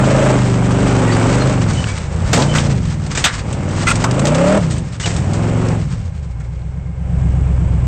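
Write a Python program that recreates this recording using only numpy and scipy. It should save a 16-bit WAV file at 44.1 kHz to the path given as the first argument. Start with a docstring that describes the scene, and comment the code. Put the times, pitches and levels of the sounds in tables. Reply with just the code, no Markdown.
"""Inside the open cab of a V8 off-road buggy that rolls over on a dirt track.
First the engine booms and barks, soil hisses under the tyres and the joints squeak. Near 2 s the revs drop,
then rise and fall as the wheels leave the ground. Stones pelt the body, loose parts clack, panels slam down
and the cage scrapes on rock; the loudest moments overload the microphone. After a last slam near 5 s
the buggy slides to rest on its side, idling."""
import sys
import numpy as np
from scipy import signal
from scipy.fft import rfft, irfft, next_fast_len
from scipy.io import wavfile
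from scipy.ndimage import uniform_filter1d, map_coordinates

SR = 44100
rng = np.random.default_rng(int(sys.argv[2]) if len(sys.argv) > 2 else 0)


def inscribe(sig):
    """Save sig as 16-bit PCM at rate SR to the path in sys.argv[1].

    A 1-D sig is mono; a 2-D sig holds one channel per row.
    Samples are clipped to [-1, 1] before scaling.
    """
    pcm = np.round(np.clip(np.atleast_2d(sig).T, -1, 1) * 32767)
    wavfile.write(sys.argv[1], SR, pcm.astype(np.int16))


N = 347067


def amp(db):
    """Turn decibels into a gain."""
    return 10 ** (np.asarray(db) / 20)


def unit(x):
    """Scale to an average (rms) level of 1."""
    return x / np.sqrt(np.mean(x ** 2) + 1e-20)


def steady(x):
    """Hold the level near 1, averaged over 1/8 s."""
    return x / np.sqrt(np.abs(uniform_filter1d(x ** 2, size=SR // 8)) + 1e-12)


def curve(points):
    """Join (time, value) points into one value per sample."""
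    return np.interp(np.arange(N) / SR, *np.transpose(points))


def wobble(rate):
    """A smooth curve through `rate` random values a second."""
    fine = np.arange(0, N * rate / SR + 1, 1 / 8)
    smooth = map_coordinates(rng.standard_normal(int(fine[-1]) + 4), [fine])
    return np.interp(np.arange(N) * rate / SR, fine, smooth)


def filtered(x, response):
    """Scale each frequency in x by response(hz)."""
    m = next_fast_len(len(x) + SR // 4)
    return irfft(rfft(x, m) * response(np.fft.rfftfreq(m, 1 / SR)), m)[:len(x)]


def coloured(x, tone):
    """Shape x with a tone table of (frequency, level) points."""
    f, db = np.transpose(tone)
    return filtered(x, lambda hz: amp(np.interp(np.log(hz + 1), np.log(f), db)))


def noise(tone, size=N):
    """Noise with the given tone, at level 1."""
    return unit(coloured(rng.standard_normal(size), tone))


def noise_band(centre_hz, width_hz, size=N):
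    """Noise around one pitch, at level 1."""
    return unit(filtered(rng.standard_normal(size), lambda hz: np.exp(-((hz - centre_hz) / width_hz) ** 2)))


def puffs(pulses, life_s):
    """Turn each pulse into a dying puff of noise."""
    return signal.lfilter([1], [1, -np.exp(-1 / (life_s * SR))], pulses) * rng.standard_normal(N)


def add(track, s, x):
    """Mix x into the track at s seconds."""
    start = max(round(s * SR), 0)
    track[start:start + len(x)] += x[:N - start]


# The engine's notes, as multiples of its speed: (harmonic [number])
HARMONICS = [1, 2, 4, 6, 7, 8, 9, 10, 11, 12, 13, 14, 15, 16, 17, 18, 19, 20, 21, 22, 23]
# Strength of each of those notes: (revving [dB], idling [dB])
HARMONIC_LEVELS = [(-17, -26.5), (-4, -40.5), (-8, -20), (-14, -15.5), (0.0, -15), (2.5, 5), (-6.5, -32),
                   (-7.5, -30), (-4, -15.5), (-5, -34.5), (-9.5, -6.5), (-7, -37), (-16, -9.5), (-12.5, -5),
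                   (-28, -39.5), (-27.5, -28.5), (-7.5, -10), (-6.5, -9), (-17.5, -10), (-14, -20.5),
                   (-15.5, -21)]
# Drones of the uneven cylinder banks: (harmonic [number], level at cruise on half throttle [dB],
# change per doubling of speed [dB], change from shut to open throttle [dB])
DRONES = [(3, -8, 15, -12), (4, -13, 12, -12), (5, .5, 10, 7), (11, -13, -2, 9), (16, -19, 0, 10)]
# Tones of the tailpipe and of the manifold, where the pipes join: (frequency [Hz], level [dB])
BOOM_TONE = [(15, -29), (45, 0.5), (110, 5), (170, 4.5), (205, -4.5), (270, -21), (400, -47.5), (800, -120)]
GROWL_TONE = [(120, -49.5), (190, -14.5), (250, -1), (330, -7.5), (460, -10), (900, -7.5), (1500, -46.5)]
CRUISE_HZ = 22.7  # engine cycles a second


def boom_and_growl(cycle, speed, throttle, load):
    """Two rows of cylinders fire unevenly; their notes boom in the tailpipe and growl in the manifold."""
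    phases = rng.random(max(HARMONICS) + 1)

    def note(k, db):
        """Fuel burns unevenly, so each note wanders in strength."""
        return np.sqrt(2) * amp(db + 2.08 * wobble(25)) * np.cos(2 * np.pi * (k * cycle + phases[k]))

    drone = sum(note(round(k), db + rise_db * np.log2(speed / CRUISE_HZ) + open_db * (throttle - .5))
                for k, db, rise_db, open_db in DRONES)
    notes = unit(sum(note(k, load * revving + (1 - load) * idling)
                     for k, (revving, idling) in zip(HARMONICS, HARMONIC_LEVELS)))
    burble = amp(-12.5 + 4.6 * load) * noise([(20, -17), (60, -17), (200, -2), (400, -5.5), (1500, -57.5)])
    boom = steady(coloured(notes + burble, BOOM_TONE))
    growl = steady(coloured(notes + .5 * burble, GROWL_TONE))
    return steady(boom + drone), growl


# Sharp edge of each of the eight firings; one header (exhaust pipe) is closest: (strength [gain])
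FIRING_SIZES = [2.44, 0.53, 1.1, 1.4, 1, 4.4, 0.25, 0.45]


def firings(cycle):
    """Eight pulses a cycle, each a little different in size and timing."""
    count = np.arange(int(cycle[-1] * 8))
    timing, scatter = rng.standard_normal((2048, 2))[:len(count)].T
    at = np.interp(count / 8, cycle, np.arange(N)) + .00006 * SR * timing
    size = np.take(FIRING_SIZES, count % 8) * amp(-.2 * scatter)
    return np.bincount(np.clip(at, 0, N - 1).astype(int), size, N)


# Tones of the firings, the rushing gas and the ringing header: (frequency [Hz], level [dB])
BARK_TONE = [(150, -39), (280, -10), (380, 8), (480, -10), (680, 4), (820, 1.5), (1250, 0), (2000, -12.5),
             (3000, -14.5), (4500, -41), (8000, -13), (9000, -29)]
RASP_TONE = [(500, -23), (850, 0.5), (1350, 0.5), (2200, -12.5), (3200, -14.5), (5000, -20.5)]
HOWL_TONE = [(330, -51), (480, -11.5), (545, 16), (610, 16.5), (680, -17.5), (900, -41.5)]


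def bark_rasp_and_howl(cycle, load):
    """Firings bark in the headers and make them howl; gas rasps past the throttle."""
    pulses = firings(cycle)
    # each firing is a clean pulse low down and rough noise higher up
    edges = steady(pulses - uniform_filter1d(pulses, size=SR // 100))
    clean = load * filtered(edges, lambda hz: 1 / (1 + 1j * hz / 1200))
    gusts = load * steady(puffs(pulses, life_s=.007))
    wash = (1 - .26 * load) * rng.standard_normal(N)
    rough = filtered(gusts + wash, lambda hz: 1j * hz / (900 + 1j * hz))
    throb = load * np.cos(2 * np.pi * (cycle - 1 / 8))  # one swell a cycle
    bark = steady(coloured(amp(3 * throb) * (clean + .8 * rough), BARK_TONE))
    rasp = steady(coloured(amp(3 * throb) * rough, RASP_TONE))
    howl = steady(coloured(amp(10 * throb) * (clean + .55 * rough), HOWL_TONE))
    return bark, rasp, howl


# Panels shaken once a cycle: (pitch [Hz], width [Hz], base level [dB])
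RATTLES = [(776, 17, -60), (1020, 39, -59.5), (1590, 50, -60.5)]
# Tone of the fan, belts and valves: (frequency [Hz], level [dB])
WHIRR_TONE = [(180, -33.5), (300, -3), (463, 1), (518, 2.5), (657, -5.5), (788, -3.5), (893, -7.5),
              (1030, -11.5), (1130, -14.5), (1960, -16), (2160, -14), (3990, -27.5), (8500, -27.5),
              (11000, -73), (18700, -120)]


def fittings(cycle, boom_db, bark_db):
    """The engine shakes the frame and panels; its moving parts whirr and a belt whines."""
    shudder = amp(boom_db - 29.5) * noise([(8, -1.5), (25, 14), (40, -4.5), (80, -22), (300, -99)])
    shake = amp(5 * np.cos(2 * np.pi * cycle) + .5 * (boom_db + 18.5))
    rattle = shake * sum(amp(db) * noise_band(hz, width) for hz, width, db in RATTLES)
    whirr = noise(WHIRR_TONE) * amp(-8 + .75 * bark_db + .28 * wobble(40))
    whine = amp(-51.5 + .41 * boom_db + 2.3 * wobble(11)) * noise_band(2170, width_hz=78)
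    return shudder + rattle + whirr + whine


# How fast the engine runs; a cycle is two turns: (time [s], speed [cycles/s])
ENGINE_SPEED = [(0, 25.9), (.18, 27), (.55, 24.05), (.9, 24.8), (1.18, 21.8), (1.47, 26.5), (1.62, 23.2),
                (1.95, 10.5), (2.1, 8.8), (2.28, 12.3), (2.41, 27), (2.51, 30.2), (2.69, 28.6),
                (2.83, 21.4), (3.28, 16.6), (3.4, 11.8), (3.5, 16.2), (3.72, 19.6), (4, 21.95), (4.3, 30),
                (4.58, 40.8), (4.63, 33.4), (4.7, 31), (4.88, 16.5), (5.1, 12.4), (5.27, 19), (5.42, 21.8),
                (5.62, 23.05), (5.75, 22.6), (6.07, 10.7), (6.35, 7.3), (6.8, 8.4), (7.87, 8.05)]
# How far the throttle is open: (time [s], opening [0-1])
THROTTLE = [(0, 0.83), (.3, .98), (.46, 0.65), (.65, 0.71), (.88, 0.86), (1.33, 0.93), (1.52, 0.78),
            (1.62, 0.55), (2.7, 0.49), (2.85, 0.11), (3.2, 0.5), (3.6, 0.66), (4.1, 0.74), (4.4, 0.91),
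            (4.58, 0.95), (4.6, 0.45), (4.92, 0.26), (5.4, .66), (5.75, 0.65), (5.87, 0), (7.87, 0.1)]
# How loud the engine's boom is heard, including the recorder's gain dipping and recovering:
# (time [s], level [dB])
HEARD_LEVEL = [(0.0, -11), (0.22, -12.5), (1.69, -13.5), (2.02, -23), (2.22, -15.5), (2.69, -13),
               (3.24, -22.5), (3.28, -27), (3.48, -20), (4.5, -12.5), (4.74, -16), (4.95, -25.5),
               (5.15, -16), (5.69, -14.5), (6.15, -22.5), (6.97, -22), (7.21, -12), (7.8, -12.5)]
HOWL_FROM_HZ, HOWL_SPAN_HZ = 25.23, 1.1  # the howl swells over this range of engine speed


def engine():
    """The V8: speed and throttle set the balance of its layers."""
    speed, throttle, boom_db = curve(ENGINE_SPEED), curve(THROTTLE), curve(HEARD_LEVEL)
    cycle = np.cumsum(speed * (1 + .003 * wobble(25))) / SR  # cycles run so far
    load = np.clip((speed - 9) / 7, 0, 1)  # 0 idling, 1 revving
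    bark_db = boom_db - 26.5 + 24 * throttle
    rasp_db = bark_db - 13 - 23 * (1 - throttle)
    howling = throttle * np.clip((speed - HOWL_FROM_HZ) / HOWL_SPAN_HZ, 0, 1)
    howl_db = bark_db - 14 + howling * (11.5 + 9 * np.log2(speed / CRUISE_HZ))
    boom, growl = boom_and_growl(cycle, speed, throttle, load)
    bark, rasp, howl = bark_rasp_and_howl(cycle, load)
    exhaust = (amp(boom_db - .06) * boom + amp(bark_db - 3) * growl + amp(bark_db - 5.5) * bark
               + amp(rasp_db) * rasp + amp(howl_db) * howl)
    return exhaust + fittings(cycle, boom_db, bark_db)


# The tyres or body slide over soil: (start [s], length [s], level [dB])
SLIDES = [(0, .35, -34), (.35, 0.64, -35.5), (0.78, 0.734, -32.5), (1.546, 0.46, -34), (2.231, 0.46, -30),
          (3.09, 0.3, -33.5), (3.667, 0.32, -32.5), (4.33, 0.33, -35), (5, 1, -45)]
SLIDE_RISE_S, SLIDE_FALL_DB_PER_S = .027, 111
TRICKLE_DB, TRICKLE_FALL_DB_PER_S = -8, 13.5


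def sliding():
    """Strength of the dirt sound: each slide rises, holds and falls, then thrown soil trickles down."""
    out, t = np.zeros(N), np.arange(N) / SR
    for s, length, db in SLIDES:
        rise = np.clip((t - s) / SLIDE_RISE_S, 0, 1)
        after = np.maximum(t - s - length, 0)
        fall_db = np.maximum(-SLIDE_FALL_DB_PER_S * after, TRICKLE_DB - TRICKLE_FALL_DB_PER_S * after)
        out = np.maximum(out, rise * amp(db + fall_db))
    return out


# Tones of the hissing soil and the jolting frame: (frequency [Hz], level [dB])
SOIL_TONE = [(530, -15), (900, 4), (1200, 5), (1550, 3), (1800, 3), (2970, -1.5), (3580, -3), (8500, -3.5),
             (11000, -59), (18700, -120)]
RUMBLE_TONE = [(10, -3.5), (28, -5.5), (55, 5.5), (90, -3.5), (200, -40.5)]


def dirt():
    """Clumps of soil and grains of grit hiss along the body; the frame rumbles over the ground."""
    grains = (rng.random(N) < 900 / SR) * rng.standard_normal(N)  # about 900 a second
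    grains *= amp(.7 * np.minimum(rng.exponential(size=N), 4))
    grit = unit(coloured(puffs(np.abs(grains), life_s=.0026), SOIL_TONE))
    clumps = amp(4 * wobble(35))
    hiss = clumps * (amp(-.44) * noise(SOIL_TONE) + amp(-1) * grit)
    return sliding() * (hiss + amp(3) * noise(RUMBLE_TONE))


# Squeaks of the frame: (time [s], length [s], pitch [Hz], level [dB])
SQUEAKS = [(1.04, 0.098, 1880, -28.5), (1.1, 0.063, 4574, -30.5), (1.387, 0.069, 4200, -31.5),
           (1.73, 0.12, 3020, -33.5), (1.85, 0.11, 2290, -33), (2.45, 0.13, 3060, -31.5),
           (5.016, .06, 2960, -28)]


def squeaks():
    """Strained joints squeak, each around one pitch."""
    out = np.zeros(N)
    for s, length, hz, db in SQUEAKS:
        squeak = noise_band(hz, width_hz=76, size=int(length * SR))
        add(out, s, amp(db) * squeak * np.hanning(len(squeak)))
    return out


# Stones strike the cab: (time [s], level [dB], time to fade by 60 dB [s])
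STONE_HITS = [(1.734, -27, 0.64), (2.1623, -33.5, 0.089), (3.0645, -28.5, 0.1), (3.5284, -24.5, 0.096),
              (3.9562, -15.5, 0.074), (4.1118, -16, 0.044), (4.1948, -14, 0.039), (4.2541, -11, 0.043),
              (4.2701, -13, 0.1), (4.348, -13.5, 0.049), (4.7078, -23, 0.23), (4.782, -27, 0.092),
              (5.1652, -22.5, 0.097), (5.334, -24.5, 0.2), (5.686, -22.5, 0.032), (6.23, -44, .18),
              (6.4, -40.5, 0.11)]


def stones():
    """A hard crack, then a short spatter as the clod breaks."""
    out, t = np.zeros(N), np.arange(SR // 4) / SR
    tone = [(200, -20.5), (900, 3), (3000, 2.5), (5500, 1), (8500, 5.5), (11000, -62.5)]
    crack = amp(-60 * t / .0017)
    for s, db, fade_s in STONE_HITS:
        spatter = amp(-3.5 - 60 * t / fade_s)
        add(out, s, amp(db) * (crack + spatter) * noise(tone, size=len(t)))
    return out


# Loose metal hits the cage: (time [s], pitch [Hz], relative level [dB], time to fade by 60 dB [s])
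CLACKS = [(1.842, 2470, -4, 0.0074), (2.422, 3960, -6.5, 0.032), (2.55, 1500, -8.5, 0.14),
          (2.584, 3280, -6, 0.028), (3.241, 3220, 0.5, 0.13), (3.256, 1530, -6, 0.19),
          (4.041, 1035, -7, 0.16), (5.058, 3380, -14.5, 0.091), (6.15, 3220, -47, 0.14),
          (6.405, 1620, -33, 0.13), (6.617, 3210, -42, 0.036)]


def clacks():
    """Each knocked part gives a quickly dying burst around its own pitch."""
    out, t = np.zeros(N), np.arange(SR // 4) / SR
    for s, hz, db, fade_s in CLACKS:
        add(out, s, amp(db - 5.5 - 60 * t / fade_s) * noise_band(hz, .5 * hz, size=len(t)))
    return out


# Notes of the sheet metal: (pitch [Hz], level [dB], time to fade by 60 dB [s])
PANEL_NOTES = [(810, -20, 0.052), (1065, -21, 0.35), (1305, -5, 0.54), (1500, 7.5, 0.12),
               (2100, 1.5, 0.038), (2320, -8, 0.3), (2430, -7, 0.25), (3031, -17.5, 0.045), (3650, 2, 0.4),
               (5030, 0, 0.083), (5700, -22, 0.21), (6000, -30.5, 0.22)]


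def panel_ring(t):
    """The panels ring with new strengths at every blow."""
    extra_db = rng.normal(0, 3, len(PANEL_NOTES))
    return unit(sum(amp(db + extra - 60 * t / fade_s) * np.sin(2 * np.pi * (hz * t + rng.random()))
                    for (hz, db, fade_s), extra in zip(PANEL_NOTES, extra_db)))


# The body lands: (time [s], relative level [dB], extra thud [dB], time to fade by 60 dB [s])
LANDINGS = [(2.3304, -4.5, 0, 0.16), (2.3708, -17, 9.5, 0.43), (2.5509, -10.5, -6.5, 0.18),
            (2.5832, -14, -6.5, 0.16), (3.1498, -16.5, -13.5, 0.19), (3.1731, -12, -9, 0.18),
            (3.242, 1.5, -11, 0.1), (4.0397, -4.5, -8.5, 0.051), (4.9975, -22, -11, 0.89),
            (5.0565, -19, 0.5, 0.36)]
# Tones of the crushed soil and the thudding frame: (frequency [Hz], level [dB])
CRUNCH_TONE = [(410, -35), (700, 3), (1530, 4.5), (1990, 7), (2330, 5.5), (3020, 3), (4010, 0), (8150, 4.5),
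               (8500, -2), (11000, -36.5), (18700, -120)]
THUD_TONE = [(60, -54.5), (150, -4.5), (330, -15), (600, -16), (1000, -20.5), (2500, -38)]


def slams():
    """Each landing crushes soil, rings the panels and thuds through the frame."""
    out, t = np.zeros(N), np.arange(SR // 3) / SR
    rise = 1 - np.exp(-t / .0011)
    for s, db, thud_db, fade_s in LANDINGS:
        crunch = noise(CRUNCH_TONE, size=len(t))
        ring = amp(-21) * panel_ring(t)
        thud = amp(thud_db + 4) * noise(THUD_TONE, size=len(t))
        add(out, s, rise * amp(db - 4 - 60 * t / fade_s) * (crunch + ring + thud))
    return out * amp(1.2 * wobble(300))


# A cage tube scrapes over rock: (time [s], length [s], level [dB])
SCRAPES = [(3.865, 0.035, -10), (3.891, 0.037, -14)]
# Where the tube rings: (pitch [Hz], width [Hz], level [dB])
TUBE_NOTES = [(1400, 130, 3), (2040, 20, 7), (2486, 160, -4), (4130, 35, -19.5), (6360, 130, -13),
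              (6800, 47, -25.5), (8090, 130, -6.5)]


def scrapes():
    """The tube sticks and slips on the rock, which sets it ringing."""
    out = np.zeros(N)
    tube = lambda hz: sum(amp(db) * 1j * hz * width / (pitch ** 2 - hz ** 2 + 1j * hz * width)
                          for pitch, width, db in TUBE_NOTES)
    for s, length, db in SCRAPES:
        grip = np.repeat(rng.standard_normal(42), SR // 330)  # changes about 330 times a second
        slips = rng.standard_normal(len(grip)) * amp(2 * grip)
        scrape = (unit(filtered(slips, tube)) + amp(-6) * slips)[:int(length * SR)]
        add(out, s, amp(db) * scrape * np.sqrt(np.hanning(len(scrape))))
    return out


def scene():
    """Everything heard in the cab, on one channel."""
    return (engine() + dirt() + squeaks() + stones() + clacks() + slams() + scrapes())[None]


def overload(x, top, hardness):
    """Round off the peaks so they stay below top."""
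    return x / (1 + np.abs(x / top) ** hardness) ** (1 / hardness)


def record(dry):
    """The microphone overloads and the high treble is cut; peaks that overshoot are clipped once more."""
    dulled = filtered(overload(dry[0], top=.52, hardness=7.7), lambda hz: hz < 8650)
    return filtered(overload(dulled, top=.49, hardness=22), lambda hz: hz < 14800)[None]


dry = scene()
out = record(dry)
inscribe(out)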